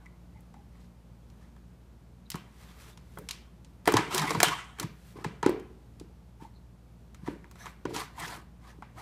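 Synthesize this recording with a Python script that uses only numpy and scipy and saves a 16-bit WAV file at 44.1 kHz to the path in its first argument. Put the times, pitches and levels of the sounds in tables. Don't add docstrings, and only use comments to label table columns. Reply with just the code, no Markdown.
import sys
import numpy as np
from scipy import signal
from scipy.fft import rfft, irfft
from scipy.io import wavfile
from scipy.ndimage import uniform_filter1d

SR = 44100
rng = np.random.default_rng(int(sys.argv[2]) if len(sys.argv) > 2 else 0)


def inscribe(sig):
    pcm = np.round(np.clip(np.atleast_2d(sig).T, -1, 1) * 32767)
    wavfile.write(sys.argv[1], SR, pcm.astype(np.int16))


def invert_db(x):
    u = np.asarray(x, float) / 20
    return 10 ** u


N = 397341


def rms_one(x):
    return x / np.sqrt(np.mean(x ** 2) + 1e-20)


def at_hz(points, hz):
    table_hz, values = np.array(points).T
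    return np.interp(np.log(hz + 1), np.log(table_hz), values)


def coloured(x, spectrum):
    gain_db = at_hz(spectrum, np.fft.rfftfreq(len(x), 1 / SR))
    return irfft(rfft(x) * invert_db(gain_db), len(x))


def band(x, low_hz, high_hz):
    return signal.sosfilt(signal.butter(2, [low_hz, high_hz], "band", fs=SR, output="sos"), x)


def drift(rate_hz):
    knots = np.arange(0, N + SR, SR / rate_hz)
    wander = np.interp(np.arange(N), knots, rng.standard_normal(len(knots)))
    return rms_one(uniform_filter1d(wander, int(SR / rate_hz)))


def add(out, start_s, sound):
    i = round(start_s * SR)
    out[i:i + len(sound)] += sound[:N - i]


# [s, at damping 1]
BASKET_MODES = [(120, -2, 0.054), (161.5, 3, 0.13), (204.2, -1, 0.21), (290.7, -0.5, 0.11),
                (337.5, -1.5, 0.071), (363.6, -1, 0.15), (437.3, 2, 0.074), (598, -9.5, 0.05),
                (719, 0.5, 0.052), (860, 3, 0.052), (952, 5, 0.057), (1095, 6, 0.029), (1296, 4, .04),
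                (1450, 3, 0.025), (1725, 4.5, 0.018), (2006, 4, 0.018), (2300, -2, 0.013),
                (2674, -2.5, 0.015), (3090, 1, 0.045), (3300, -2.5, 0.073)]


def struck(centre_hz, octaves, damping, contact_s, luck_db, turns):
    mode_hz, level_db, t60_s = np.transpose(BASKET_MODES)[:, :, None]
    t = np.arange(round(.3 * SR)) / SR
    near = np.exp(-.5 * (np.log2(mode_hz / centre_hz) / octaves) ** 2)
    fade_db = -60 * np.maximum(t - contact_s, 0) * damping / t60_s
    level = near * invert_db(level_db + luck_db[:, None] + fade_db)
    rings = level * np.cos(2 * np.pi * (mode_hz * (t - contact_s) + turns[:, None]))
    swell = np.sin(np.pi / 2 * np.minimum(t / contact_s, 1)) ** 2
    sound = rings.sum(axis=0) * swell
    return sound / np.abs(sound).max()


# start_s [s], crack_db [dB before envelope], knock_peak_db [dB], knock_hz [Hz],
# sizzle_db [dB before envelope]
CLAW_TICKS = [(0.0588, -62, -53, 2050, -62), (0.406, -71, -70, 900, -52), (0.54, -62.5, -46, 810, -79),
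              (1.3, -61.5, -64, 1200, -74), (1.564, -69, -51, 1640, -72), (2.302, -38.5, -41, 2110, -24),
              (2.3169, -36, -45, 1280, -55), (2.342, -47, -32, 1000, -54), (2.355, -44.5, -33, 660, -37),
              (2.9738, -49.5, -49, 710, -65), (3.173, -74, -32.5, 900, -50), (3.1853, -61, -50, 1000, -33),
              (3.2879, -30.5, -39, 1230, -42), (3.3091, -31, -54, 2083, -33), (3.6466, -53, -58, 870, -72),
              (3.856, -39.5, -32, 1603, -40), (3.875, -26, -7.5, 935, -15.5), (3.921, -36, -20, 995, -24),
              (3.939, -25.5, -15.5, 759, -41), (3.9681, -21.5, -12, 1060, -29),
              (3.9764, -37, -21, 1496, -40), (4.146, -26, -25.5, 943.4, -15),
              (4.179, -22, -19.5, 2120, -21), (4.195, -31, -31, 1520, -35),
              (4.217, -30.5, -20.5, 1574, -39), (4.306, -26.5, -18, 960, -31), (4.348, -40, -20, 755, -45),
              (4.402, -21, -13.5, 1520, -18), (4.417, -46, -36, 1520, -41), (4.43, -13, -6, 877, -7),
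              (4.444, -27.5, -25.5, 1212, -21.5), (4.484, -29.5, -21, 1190, -38.5),
              (4.786, -51, -33, 1286, -46), (4.7976, -29, -30, 1380, -23.5), (4.8287, -38, -31, 1360, -35),
              (5.242, -45, -37, 1206, -52), (5.245, -37.5, -22, 1030, -70), (5.4285, -35.5, -18, 950, -63),
              (5.4617, -32, -18.5, 977, -44), (5.4932, -46, -34.5, 867, -32),
              (5.597, -57, -64.5, 892, -51.5), (5.9979, -49, -52.5, 806, -49.5),
              (7.1455, -53, -46, 1464, -51), (7.2759, -52.5, -27.5, 806, -65),
              (7.442, -66, -42.5, 950, -65.5), (7.512, -54, -46, 980, -46), (7.556, -58, -47.5, 860, -70),
              (7.657, -46.5, -32.5, 1030, -63), (7.664, -51, -32, 1310, -65),
              (7.8533, -46.5, -28.5, 1115, -59.5), (7.9065, -62.5, -37, 875, -62),
              (7.963, -32, -30, 921, -49), (8.198, -46, -46, 1500, -32), (8.242, -47.5, -35.5, 2005, -53),
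              (8.371, -63, -39.5, 896, -63), (8.8222, -60.5, -32, 970, -64)]


def claws():
    out, far = np.zeros(N), np.zeros(N)
    t = np.arange(round(.05 * SR)) / SR
    crack_shape = (1 - np.exp(-t / 0.00035)) * (np.exp(-t / 0.004) + 0.88 * np.exp(-t / 0.00075))
    sizzle_shape = (1 - np.exp(-t / 0.0015)) * (np.exp(-t / 0.00093) + 0.18 * np.exp(-t / 0.005))
    impulse = 1.0 * (t == 0)
    for start_s, crack_db, knock_peak_db, knock_hz, sizzle_db in CLAW_TICKS:
        luck = rng.uniform(0.024, 1, len(BASKET_MODES))
        turns = rng.random(len(BASKET_MODES))
        grit = rng.standard_normal(len(t))
        knock = invert_db(knock_peak_db) * struck(knock_hz, 0.98, 1.3, .002, 22.0 * luck, turns)
        crack = invert_db(crack_db) * rms_one(band(grit, 2000, 7500)) * crack_shape
        sizzle = invert_db(sizzle_db) * rms_one(-band(grit, 7500, 15000)) * sizzle_shape
        bounce = struck(knock_hz, 0.94, 2.2, 0.0015, -3.0 * luck, turns[::-1])
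        bounce_delay_s = .006 + 0.0088 * turns[0]
        add(out, start_s, knock)
        add(out, start_s + bounce_delay_s, invert_db(-8.0) * bounce * np.abs(knock).max())
        add(out, start_s, crack + sizzle)
        sizes = invert_db(-4.0) * knock[:len(t)].std(), -crack.std(), invert_db(-3.5) * sizzle.std()
        bands_hz = [(knock_hz / 1.6, 2200), (2200, 7500), (7500, 15000)]
        for size, (low_hz, high_hz) in zip(sizes, bands_hz):
            add(far, start_s, rms_one(band(impulse, low_hz, high_hz)) * size)
    return out, far


# start_s [s], level_db [dB, peak of push and of ring before their shares], centre_hz [Hz]
PAW_THUMPS = [(2.338, -26, 190), (3.178, -34, 159), (3.872, -11, 359), (3.936, -9.5, 300),
              (3.966, -26, 306), (4.218, -33, 160.8), (4.345, -22.5, 200), (4.366, -21.5, 140),
              (4.425, -23, 400), (4.807, -33, 360), (4.834, -24, 159), (5.153, -36.5, 297),
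              (5.184, -33, 458), (5.247, -24, 449), (5.254, -24, 179), (5.427, -29, 171),
              (5.459, -4.5, 345.5), (5.489, -12, 378), (6.008, -32.5, 335), (6.415, -35, 221),
              (7.224, -35, 170), (7.279, -20.5, 288.5), (7.851, -19, 361), (7.868, -35, 355),
              (7.906, -32, 440), (7.92, -33, 271), (7.943, -29, 296), (7.957, -27.5, 268), (8.78, -40, 250)]


def paws():
    share_at_200_hz, loss_per_octave = 0.67, 0.11
    out = np.zeros(N)
    for start_s, level_db, centre_hz in PAW_THUMPS:
        luck = rng.uniform(-1, 1, len(BASKET_MODES))
        turns = rng.uniform(-.1, .1, len(BASKET_MODES))
        share = np.clip(share_at_200_hz - loss_per_octave * np.log2(centre_hz / 200), 0, 1)
        contact_s = 2.2 / centre_hz
        push = struck(centre_hz, 1.0, 9.6, contact_s, 3.7 * luck, turns)
        ring = struck(centre_hz, 0.44, 1.1, contact_s, 1.5 * luck, turns)
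        add(out, start_s, invert_db(level_db) * ((1 - share) * push + share * ring))
    return out


def slips(per_s, spread_db, clump_db):
    born = rng.random(N) < per_s / SR
    sizes = invert_db(spread_db * np.minimum(rng.exponential(1, N), 4)) * rng.choice([-1, 1], N)
    return born * sizes * invert_db(clump_db * drift(110)) + 1e-9


def through_basket(x, low_hz, high_hz, damping, wander_db):
    out = np.zeros(N)
    for k, (mode_hz, level_db, t60_s) in enumerate(BASKET_MODES):
        if low_hz < mode_hz < high_hz:
            radius = invert_db(-60 * damping / (t60_s * SR))
            angle = 2 * np.pi * mode_hz / SR
            poles = [1, -2 * radius * np.cos(angle), radius * radius]
            ring = rms_one(signal.lfilter([1, 0, -1], poles, x))
            out += (-1) ** k * invert_db(level_db + wander_db * drift(45)) * ring
    return rms_one(out)


RISE_DB, SAG_DB_PER_S, RELEASE_DB_PER_S = 22, 25, 329
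TUB_SAG_DB_PER_S, TUB_RELEASE_DB_PER_S = 23.5, 252


def pressure(full_s, rise_s, hold_s, sag_db_per_s, release_db_per_s):
    t = np.arange(N) / SR - full_s
    swell_db = RISE_DB * np.minimum(t, 0) / max(rise_s, .002)
    sag_db = sag_db_per_s * np.clip(t, 0, hold_s)
    release_db = release_db_per_s * np.maximum(t - hold_s, 0)
    return invert_db(swell_db - sag_db - release_db)


# full_pressure_s [s], rise_s [s], hold_s [s],
# hiss_db [dB], wall_rasp_db [dB]
SCRAPE_STROKES = [(0.003, 0.01, 0.16, -83, -67), (0.755, 0.06, 0.1, -72, -67.5),
                  (1.43, 0.11, .02, -73.5, -67.5), (3.864, 0.0051, 0.0071, -50, -46),
                  (3.966, 0.014, 0.011, -52, -26), (4.129, 0.03, 0.05, -39.5, -41),
                  (4.145, 0.055, 0.13, -42, -35), (4.298, 0.02, 0.089, -47.5, -43),
                  (4.805, 0.049, 0.015, -57, -45), (5.17, 0.041, 0.052, -63, -56),
                  (6.417, 0.031, 0.034, -65, -59.5), (7.267, 0.061, 0.049, -61.5, -52),
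                  (7.66, 0.11, 0.0095, -66, -50), (7.897, 0.011, 0.0077, -60, -67),
                  (7.946, 0.017, 0.073, -43, -39), (8.199, 0.052, .16, -46, -41.5),
                  (8.671, 0.076, 0.026, -61.5, -54), (8.984, 0.033, 0.039, -55.5, -48)]
# full_weight_s [s], rise_s [s], hold_s [s], rumble_db [dB]
WEIGHT_SHIFTS = [(2.822, .2, 0.17, -65.5), (3.175, 0.01, 0.013, -42.5), (3.875, 0.0055, 0.0093, -27),
                 (3.935, 0.02, 0.086, -33.5), (4.145, 0.038, 0.099, -34.5), (4.311, 0.045, 0.19, -34.5),
                 (4.806, 0.025, 0.024, -43.5), (5.157, 0.015, 0.17, -50.5), (7.277, 0.008, 0.03, -38),
                 (7.871, 0.023, 0.12, -44), (8.214, 0.055, .16, -50), (8.691, 0.042, 0.024, -59.5),
                 (8.958, 0.034, 0.031, -53)]
# freq_hz [Hz], relative_db [dB]
HISS_SPECTRUM = [(900, -22.5), (2000, 1), (3200, 3.5), (4200, 3), (5100, 1), (6100, -0.5), (9000, -3),
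                 (15100, -11.5), (15700, -35)]


def scrapes():
    hiss_gain, rasp_gain, weight = np.zeros(N), np.zeros(N), np.zeros(N)
    for full_s, rise_s, hold_s, hiss_db, rasp_db in SCRAPE_STROKES:
        stroke = pressure(full_s, rise_s, hold_s, SAG_DB_PER_S, RELEASE_DB_PER_S)
        hiss_gain += stroke * invert_db(hiss_db)
        rasp_gain += stroke * invert_db(rasp_db)
    for full_s, rise_s, hold_s, rumble_db in WEIGHT_SHIFTS:
        stroke = pressure(full_s, rise_s, hold_s, TUB_SAG_DB_PER_S, TUB_RELEASE_DB_PER_S)
        weight += stroke * invert_db(rumble_db)
    force = slips(4000, 3.5, clump_db=3.0)
    fine_grit = slips(5000, 2.8, clump_db=1.5)
    edges_hz = np.geomspace(1200, 16000, 19)
    wandering = np.zeros(N)
    for k, (low_hz, high_hz) in enumerate(zip(edges_hz, edges_hz[1:])):
        wandering += (-1) ** k * invert_db(2.0 * drift(60)) * band(fine_grit, low_hz, high_hz)
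    hiss = rms_one(coloured(wandering, HISS_SPECTRUM))
    rasp = through_basket(slips(9000, 2.5, clump_db=1.53), 650, 2600, 2.9, wander_db=3.0)
    rumble = through_basket(force, 110, 650, 0.88, wander_db=3.5)
    return hiss_gain * hiss + rasp_gain * rasp + weight * rumble


# [dB, of the wall modes]
RATTLE_TAILS = [(2.346, -56), (3.176, -75), (3.29, -54.5), (3.88, -39.5), (3.969, -40.5), (4.433, -27.5),
                (5.248, -56), (5.428, -54)]


def rattles():
    decay_db_per_s = 113.5
    dying = sum(pressure(start_s, .002, 0, 0, decay_db_per_s) * invert_db(rattle_db)
                for start_s, rattle_db in RATTLE_TAILS)
    chatter = slips(6000, 2.8, clump_db=1.0)
    walls = through_basket(chatter, 650, 3600, 0.77, wander_db=4.5)
    mid_grit = invert_db(-6.5) * rms_one(band(chatter, 2500, 3600))
    high_grit = invert_db(-10.5) * rms_one(band(chatter, 5000, 8900))
    return dying * (walls + mid_grit + high_grit)


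# full_pressure_s [s], rise_s [s], hold_s [s], level_db [dB],
# tilt_db [dB per octave above 1 kHz], mirror_share [share mirrored by the wall]
BRUSH_STROKES = [(2.623, 0.2, 0.015, -59.5, -4, 0.1), (2.698, 0.094, 0.018, -60, -5.5, 0.1),
                 (2.812, 0.11, 0.092, -55, -4, 0.058), (3.137, 0.19, .14, -66, -2.5, 0.1),
                 (5.082, 0.32, 0.043, -63, -2.5, 0.099), (7.599, 0.066, 0.096, -54.5, -4.5, 0.5)]


def brushes():
    mirror_delay_s = 0.0005
    rustle = band(slips(12000, 3.6, clump_db=0.4), 750, 17000)
    duller = uniform_filter1d(rustle, size=2)
    mirrored = np.interp(np.arange(N) - mirror_delay_s * SR, np.arange(N), duller)
    out = np.zeros(N)
    for full_s, rise_s, hold_s, level_db, tilt_db, mirror_share in BRUSH_STROKES:
        i, j = round((full_s - 0.5) * SR), round((full_s + 0.5) * SR)
        combed = (rustle + mirror_share * mirrored)[i:j]
        sound = rms_one(coloured(combed, [(1000, 0), (16000, 4 * tilt_db)]))
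        stroke = pressure(full_s, rise_s, hold_s, SAG_DB_PER_S, RELEASE_DB_PER_S)[i:j]
        out[i:j] += invert_db(level_db) * sound * stroke
    return out


# start_s [s], length_s [s], pitch_hz [Hz],
# level_db [dB before envelope]
NARROW_TONES = [(0.05, 0.027, 2060, -55.5), (0.331, 0.079, 854, -63), (0.337, 0.07, 2060, -67),
                (0.528, 0.098, 800, -59), (2.251, 0.027, 3900, -66.5), (2.673, 0.054, 3400, -64),
                (2.924, 0.022, 3630, -63), (5.425, 0.097, 943, -37), (6.392, 0.053, 906, -53),
                (6.43, 0.038, 901, -48.5), (6.52, 0.088, 4140, -70), (7.592, 0.055, 1720, -54.5),
                (7.581, 0.086, 5960, -58.5), (8.172, 0.027, 910, -38)]


def narrow_tones():
    half_width = 0.051
    out = np.zeros(N)
    for start_s, length_s, pitch_hz, level_db in NARROW_TONES:
        noise = rng.standard_normal(round(length_s * SR))
        tone = band(noise, (1 - half_width) * pitch_hz, (1 + half_width) * pitch_hz)
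        add(out, start_s, invert_db(level_db) * rms_one(tone) * np.hanning(len(tone)))
    return out


# freq_hz [Hz], t60_s [s]
ROOM_DECAY = [(150, 0.45), (400, 0.42), (1000, 0.57), (3000, 0.42), (7000, 0.19), (14000, 0.32)]


def room(x):
    gap_s = 0.00046
    t = np.arange(round(.7 * SR)) / SR
    tail = np.zeros(len(t))
    for low_hz in 90 * 2 ** np.arange(0, 8.):
        noise = band(rng.standard_normal(len(t)), low_hz, min(2 * low_hz, 17000))
        tail += noise * invert_db(-60 * t / at_hz(ROOM_DECAY, 1.3 * low_hz))
    tail = tail * np.clip(t / gap_s - 1, 0, 1)
    return signal.fftconvolve(x, tail / np.sqrt(np.sum(tail ** 2)))[:N]


# freq_hz [Hz], relative_db [dB]
AIR_SPECTRUM = [(44, -33.5), (75, 4), (86, -17.5), (107, -7), (172, -6.5), (264, -15.5), (295, -16.5),
                (723, -25), (828, -25), (885, -25.5), (1860, -35), (15200, -48), (15700, -74.5)]
# partial_hz [Hz], level_db [dB rms before wavering], waver_db [dB rms]
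HUM_PARTIALS = [(57.5, -56, 1), (116.4, -62, 2), (177.2, -64, -2.5), (232, -72, 4.5)]


def background():
    air_db = -64
    air = coloured(rng.standard_normal(N), AIR_SPECTRUM)
    air = invert_db(air_db + 0.5 * drift(4.3)) * air / band(air, 310, 16000).std()
    warped_s = np.cumsum(1 + 0.0018 * drift(2.1)) / SR
    hum = np.zeros(N)
    for partial_hz, level_db, waver_db in HUM_PARTIALS:
        tone = np.sqrt(2) * np.sin(2 * np.pi * partial_hz * warped_s)
        hum += invert_db(level_db + waver_db * drift(15)) * tone
    return air + hum


def scene():
    ticks, far_ticks = claws()
    thumps = paws()
    drawn_out = scrapes() + brushes() + narrow_tones() + rattles()
    tail = room(invert_db(-9) * far_ticks + invert_db(-9.5) * thumps + invert_db(-15.5) * drawn_out)
    low_pass = signal.cheby2(12, 45, 15600, fs=SR, output="sos")
    soft = signal.sosfilt(low_pass, drawn_out + tail + background())
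    return (ticks + thumps + soft)[None]


def top_cut(x):
    return signal.sosfilt(signal.butter(12, 17110, fs=SR, output="sos"), x)


def record(dry):
    rounded = 1.15 * np.tanh(dry / 1.15)
    low_pass = signal.butter(10, 15800, fs=SR, output="sos")
    mix = signal.sosfilt(low_pass, rounded)
    return top_cut(mix)


dry = scene()
out = record(dry)
inscribe(out)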